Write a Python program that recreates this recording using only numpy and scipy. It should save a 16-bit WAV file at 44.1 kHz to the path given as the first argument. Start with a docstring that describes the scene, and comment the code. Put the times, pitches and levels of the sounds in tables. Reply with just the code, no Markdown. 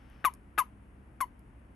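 """A toad held in a hand gives three short release chirps, close up in a small room.
Room rumble, a low hum and a thin high whine run throughout; a soft hiss is gone by 0.5 s.
At 0.25, 0.58 and 1.2 s the larynx pops a few times, then locks into a falling tone,
raspy at first, pure at the end. Faint wet ticks come before and after the first chirp
and once after the last."""
import sys
import numpy as np
from scipy import signal
from scipy.fft import rfft, irfft, next_fast_len
from scipy.io import wavfile
from scipy.ndimage import map_coordinates

SR = 44100
rng = np.random.default_rng(int(sys.argv[2]) if len(sys.argv) > 2 else 0)


def digitize_waveform(pressure):
    """Quantize a signal to 16-bit integers and store it at the path in sys.argv[1].

    Rows of a 2-D input are taken as channels; values are limited to [-1, 1].
    """
    field = np.atleast_2d(pressure).T
    bounded = np.clip(field, -1, 1)
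    quanta = np.round(bounded * 32767).astype(np.int16)
    wavfile.write(sys.argv[1], SR, quanta)


N = 77175


def amp(db):
    return 10 ** (np.asarray(db) / 20)


def unit(x):
    return x / np.sqrt(np.mean(x ** 2) + 1e-20)


def along(points, hz):
    """Interpolate (frequency [Hz], value) points on a log axis."""
    freqs, values = np.transpose(points)
    return np.interp(np.log(hz + 1), np.log(freqs + 1), values)


def ramp(u):
    """Smooth step, 0 to 1."""
    return np.sin(np.pi / 2 * np.clip(u, 0, 1)) ** 2


def wobble(rate_hz, t):
    """Smooth random curve, rate_hz knots a second."""
    return map_coordinates(rng.standard_normal(4096), [t * rate_hz], mode="wrap")


def filtered(x, response):
    """Apply the gain response(hz)."""
    size = next_fast_len(N + SR // 2)
    return irfft(rfft(x, size) * response(np.fft.rfftfreq(size, 1 / SR)), size)[..., :N]


def noise(colour):
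    """Coloured noise, rms 1."""
    return unit(filtered(rng.standard_normal(N), lambda hz: amp(along(colour, hz))))


def placed(x, balance):
    """Pan by a left-right level difference per frequency."""
    return filtered(x, lambda hz: amp(np.outer([.5, -.5], along(balance, hz))))


def add(track, start_s, sound):
    part = track[round(start_s * SR):][:len(sound)]
    part += sound[:len(part)]


# calls (start [s], length [s], start pitch [Hz], level [dB], overtones [dB], rasp [dB],
# rasp hold [s], roughness [0-1])
CHIRPS = [(0.247, 0.043, 1310, -19, -13.5, -18.5, 0.012, 0.31),
          (0.583, 0.045, 1389, -21, -15, -17, 0.012, 0.63),
          (1.2077, 0.04, 1160, -24.5, -16, -19, 0.0098, .15)]
# throat shaping of the overtones (frequency [Hz], gain [dB])
THROAT_COLOUR = [(1800, 8.5), (2150, 0.5), (2450, 0.5), (3000, -0.5), (3300, -17.5), (3650, -6),
                 (4000, -34), (5500, -60)]
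# noise between the overtones of rough calls (frequency [Hz], gain [dB])
GRIT_COLOUR = [(500, -24), (900, 3.5), (1600, -0.5), (2900, -2), (3700, -15), (4400, -18), (6500, -33.5)]
# bright rasp, also the snap of the pops (frequency [Hz], gain [dB])
RASP_COLOUR = [(2500, -23.5), (3900, -21), (4450, -7), (5000, -22), (5700, -9.5), (6600, -9), (7100, -18.5),
               (7800, -9), (8500, -16), (9700, -5), (11200, 8), (11900, -5), (12500, 0.5), (13300, -24.5)]
END_HZ, GLIDE_POWER = 966.6, 1.85
ATTACK_S, RELEASE_S, ROUGH_S = 0.0032, 0.0063, 0.016
FADE_DB, FADE_POWER, OVERTONE_FADE_DB, RASP_FALL_DB_PER_S = 12.5, 1.77, 23.5, 997.5
THROB_HZ, THROB_DEPTH = 365.4, 0.69
FLUTTER_HZ, FLUTTER_DB, JITTER = 1100, 1.2, .08
FLICKER_HZ, FLICKER_DB, GRIT_DB = 120, 3, -11


def chirps():
    """Larynx tone: pitch sags as the air runs out; overtones and rasp die before the fundamental."""
    out = np.zeros(N)
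    harmonics = np.arange(2, 15)[:, None]
    for start_s, length_s, start_hz, db, overtone_db, rasp_db, hold_s, roughness in CHIRPS:
        t = np.arange(int(length_s * SR)) / SR
        progress = t / length_s
        unrest = roughness * np.exp(-(t / ROUGH_S) ** 2)
        pitch_hz = END_HZ + (start_hz - END_HZ) * (1 - progress) ** GLIDE_POWER
        jitter = 1 + JITTER * unrest * wobble(FLUTTER_HZ, t)
        phase = 2 * np.pi * np.cumsum(pitch_hz * jitter) / SR
        tone = amp(-FADE_DB * progress ** FADE_POWER) * np.sin(phase)

        partials = np.cos(harmonics * phase + rng.uniform(0, 2 * np.pi, harmonics.shape))
        flicker_db = FLICKER_DB * np.array([wobble(FLICKER_HZ, t) for _ in harmonics])
        throat_gain = amp(along(THROAT_COLOUR, harmonics * pitch_hz) + flicker_db)
        overtones = amp(overtone_db - OVERTONE_FADE_DB * progress) * (throat_gain * partials).sum(0)

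        opening = 1 + .5 * np.cos(phase)
        grit = amp(GRIT_DB) * unrest * opening * noise(GRIT_COLOUR)[:len(t)]
        air = (.3 + roughness) * opening * noise(RASP_COLOUR)[:len(t)]
        buzz = (amp(along(RASP_COLOUR, harmonics * pitch_hz)) * partials).sum(0)
        fall_db = RASP_FALL_DB_PER_S * np.maximum(t - hold_s, 0)
        rasp = amp(rasp_db - fall_db + FLUTTER_DB * wobble(FLUTTER_HZ, t)) * (buzz + air)

        gate = ramp(t / ATTACK_S) * ramp((length_s - t) / RELEASE_S)
        # the beat of the pops lingers in the tone
        beat = np.cos(2 * np.pi * THROB_HZ * t + .5 * wobble(THROB_HZ, t))
        throb = 1 + THROB_DEPTH * unrest * beat
        add(out, start_s, amp(db) * gate * throb * (tone + overtones + grit + rasp))
    return out


# larynx openings (time [s], level [dB], brightness [dB], snap [dB])
POPS = [(0.2429, -18, 1, -32), (0.2434, -23, -10, -36), (.2462, -20.5, -6, -25), (0.2488, -12.5, -2.5, -27),
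        (0.5775, -25, 0.5, -35), (0.5784, -17.5, -6, -29.5), (0.5809, -13.5, -2, -17),
        (0.5838, -22, 10, -16.5), (1.2051, -25, -3.5, -18), (1.2059, -22.5, -14, -17),
        (1.209, -20.5, -2, -19)]
# throat resonances (frequency [Hz], level [dB], T60 [s])
THROAT_MODES = [(907, -12.5, 0.0079), (1384, -7, 0.012), (1615, -6.5, .008), (2680, -14, 0.011)]
# treble tilt (frequency [Hz], share of brightness [0-1])
POP_TILT = [(1500, 0), (2600, 1)]
POP_ATTACK_S, POP_DETUNE, SNAP_T60_S = 0.00044, .02, 0.011
PUSH_DB, PUSH_S = -17.5, 0.00019


def pops():
    """As a chirp starts, each opening of the larynx rings the throat once."""
    out, t = np.zeros(N), np.arange(SR // 20) / SR
    for start_s, db, bright_db, snap_db in POPS:
        ring = np.zeros(len(t))
        for hz, mode_db, t60_s in THROAT_MODES:
            envelope = amp(mode_db + bright_db * along(POP_TILT, hz) - 60 * t / t60_s)
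            ring += envelope * np.sin(2 * np.pi * hz * rng.normal(1, POP_DETUNE) * t)
        snap = amp(snap_db - 60 * t / SNAP_T60_S) * noise(RASP_COLOUR)[:len(t)]
        push = amp(PUSH_DB) * t / PUSH_S * np.exp(1 - t / PUSH_S)
        add(out, start_s, amp(db) * ramp(t / POP_ATTACK_S) * (push - ring + snap))
    return out


# wet ticks (time [s], level [dB])
TICKS = [(0.0993, -56.5), (0.3378, -38.5), (0.3375, -43.5), (.3487, -51), (1.393, -58)]
# tick spectrum (frequency [Hz], gain [dB])
TICK_COLOUR = [(1000, -23), (3500, -22), (5500, -9), (7500, -21), (9200, -1.5), (11000, 8.5), (12500, -23),
               (13500, -40)]
TICK_ATTACK_S, TICK_T60_S = 0.00071, .009


def ticks():
    """Wet skin or mouth: tiny bursts of bright noise."""
    out, t = np.zeros(N), np.arange(SR // 20) / SR
    for start_s, db in TICKS:
        envelope = amp(db - 60 * t / TICK_T60_S) * ramp(t / TICK_ATTACK_S)
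        add(out, start_s, envelope * noise(TICK_COLOUR)[:len(t)])
    return out


# fingers scatter only short waves (frequency [Hz], gain [dB])
NEAR_COLOUR = [(1300, -14), (2500, -4), (4500, 12)]
# room decay (frequency [Hz], T60 [s])
ROOM_DECAY = [(200, 0.27), (1000, 0.14), (4000, 0.18), (11000, 0.14)]
NEAR_DB, NEAR_RISE_S, NEAR_T60_S = -6.5, 0.00049, 0.017
TAIL_DB, TAIL_RISE_S = -16, .003


def reflections(x):
    """Quick echoes off the hand and nearby things, then the short room tail."""
    hz, frame_s, spectrum = signal.stft(rng.standard_normal((2, SR // 2)), SR, nperseg=256)
    decay = amp(-60 * frame_s / along(ROOM_DECAY, hz)[:, None])
    tail = signal.istft(spectrum * decay, SR, nperseg=256)[1]
    t = np.arange(tail.shape[1]) / SR
    tail *= ramp(t / TAIL_RISE_S)
    tail += .5 * tail.mean(0)  # narrows the image
    near = noise(NEAR_COLOUR)[:len(t)] * amp(-60 * t / NEAR_T60_S) * ramp(t / NEAR_RISE_S)
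    response = amp(TAIL_DB) * tail / np.linalg.norm(tail[0]) + amp(NEAR_DB) * near / np.linalg.norm(near)
    return signal.fftconvolve(x[None], response, axes=1)[:, :N]


# room noise spectrum (frequency [Hz], gain [dB])
RUMBLE_COLOUR = [(10, -58.5), (20, -33.5), (30, -11.5), (49, -1.5), (80, -14), (120, -9), (161, -17.5),
                 (195, -12), (290, -14.5), (400, -23), (650, -26), (900, -25.5), (1100, -28), (1800, -32),
                 (2850, -40), (3900, -54.5), (7000, -58), (9300, -52), (10800, -46.5), (11700, -58.5),
                 (13000, -76)]
# stereo likeness (frequency [Hz], correlation [-1 to 1])
RUMBLE_CORRELATION = [(60, 0.95), (150, 0.91), (360, 0.79), (880, -0.14), (2160, 0.17), (5280, .5),
                      (9000, 0.95)]
# room noise pan (frequency [Hz], left minus right [dB])
RUMBLE_BALANCE = [(60, 0.5), (360, 2.5), (880, 0.5), (2500, 6), (5280, 3.5), (8500, 0.5)]
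RUMBLE_DB = -56


def rumble():
    """Steady room noise, narrow in the bass, wide in the midrange."""
    def mid_side_gain(hz):
        angle = np.arccos(np.clip(along(RUMBLE_CORRELATION, hz), -1, 1)) / 2
        return amp(along(RUMBLE_COLOUR, hz)) * [np.cos(angle), np.sin(angle)]

    mid, side = filtered(rng.standard_normal((2, N)), mid_side_gain)
    return amp(RUMBLE_DB) * unit(placed(np.array([mid + side, mid - side]), RUMBLE_BALANCE))


def wavering_sine(hz, waver_hz, t):
    """Sine whose pitch strays by about waver_hz."""
    return np.sin(2 * np.pi * np.cumsum(hz + waver_hz * wobble(4 * waver_hz, t)) / SR)


# hum lines (frequency [Hz], level [dB], waver [Hz])
HUM_TONES = [(64.1, -58.5, 1.926), (101.6, -68.5, 3.7), (200.6, -71, 2.4)]


def hum(t):
    """Three low, wavering tones."""
    return sum(amp(db) * unit(wavering_sine(hz, waver_hz, t)) for hz, db, waver_hz in HUM_TONES)


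# whine lines (frequency [Hz], waver [Hz])
WHINE_TONES = [(9680, 45), (11220, 30)]
# per whine line (level [dB])
WHINE_LEVELS = [-84, -92]
WHINE_FLICKER_HZ, WHINE_FLICKER_DB = 60, 2


def whine(t):
    """Two thin, high tones that waver and flicker."""
    out = np.zeros(N)
    for (hz, waver_hz), db in zip(WHINE_TONES, WHINE_LEVELS):
        tone = wavering_sine(hz, waver_hz, t)
        flicker = amp(WHINE_FLICKER_DB * wobble(WHINE_FLICKER_HZ, t))
        out += amp(db) * unit(tone * flicker)
    return out


# hiss envelope (time [s], level [dB])
HISS_ENVELOPE = [(0, -67.5), (.085, -68.5), (.125, -65.5), (.23, -68), (.36, -79.5), (.5, -100)]
# hiss spectrum (frequency [Hz], gain [dB])
HISS_COLOUR = [(600, -1), (1500, 2), (3000, -4.5), (4000, -17), (5400, -13), (7000, -29), (12000, -24.5)]


def hiss(t):
    """Soft noise that dies away after the first chirp."""
    return amp(np.interp(t, *np.transpose(HISS_ENVELOPE))) * noise(HISS_COLOUR)


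# toad and hiss pan (frequency [Hz], left minus right [dB])
TOAD_BALANCE = [(200, 5), (650, 6), (1190, 8.5), (2160, 7.5), (3300, 10.5), (4300, -0.5), (5600, 9),
                (7100, 0)]


def scene():
    """Toad and hiss a little to the left, over the room background."""
    t = np.arange(N) / SR
    toad = chirps() + pops() + ticks()
    toad_in_room = placed(toad + reflections(toad), TOAD_BALANCE)
    return toad_in_room + rumble() + hum(t) + whine(t) + placed(hiss(t), TOAD_BALANCE)


# phase between the microphones (frequency [Hz], left lead [rad])
MIC_PHASE = [(4600, 0), (5500, .7), (6300, 0), (7500, .4), (8900, 0), (10150, -3.14), (11750, -6.28),
             (12200, -6.4), (12800, -7.5)]
CUTOFF_HZ = 13100


def record(dry):
    """Two microphones part in phase in the treble; a steep low-pass limits the band."""
    def response(hz):
        phase_shift = np.exp(1j * np.outer([1, 0], along(MIC_PHASE, hz)))
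        return phase_shift / (1 + (hz / CUTOFF_HZ) ** 120)

    return filtered(dry, response)


dry = scene()
out = record(dry)
digitize_waveform(out)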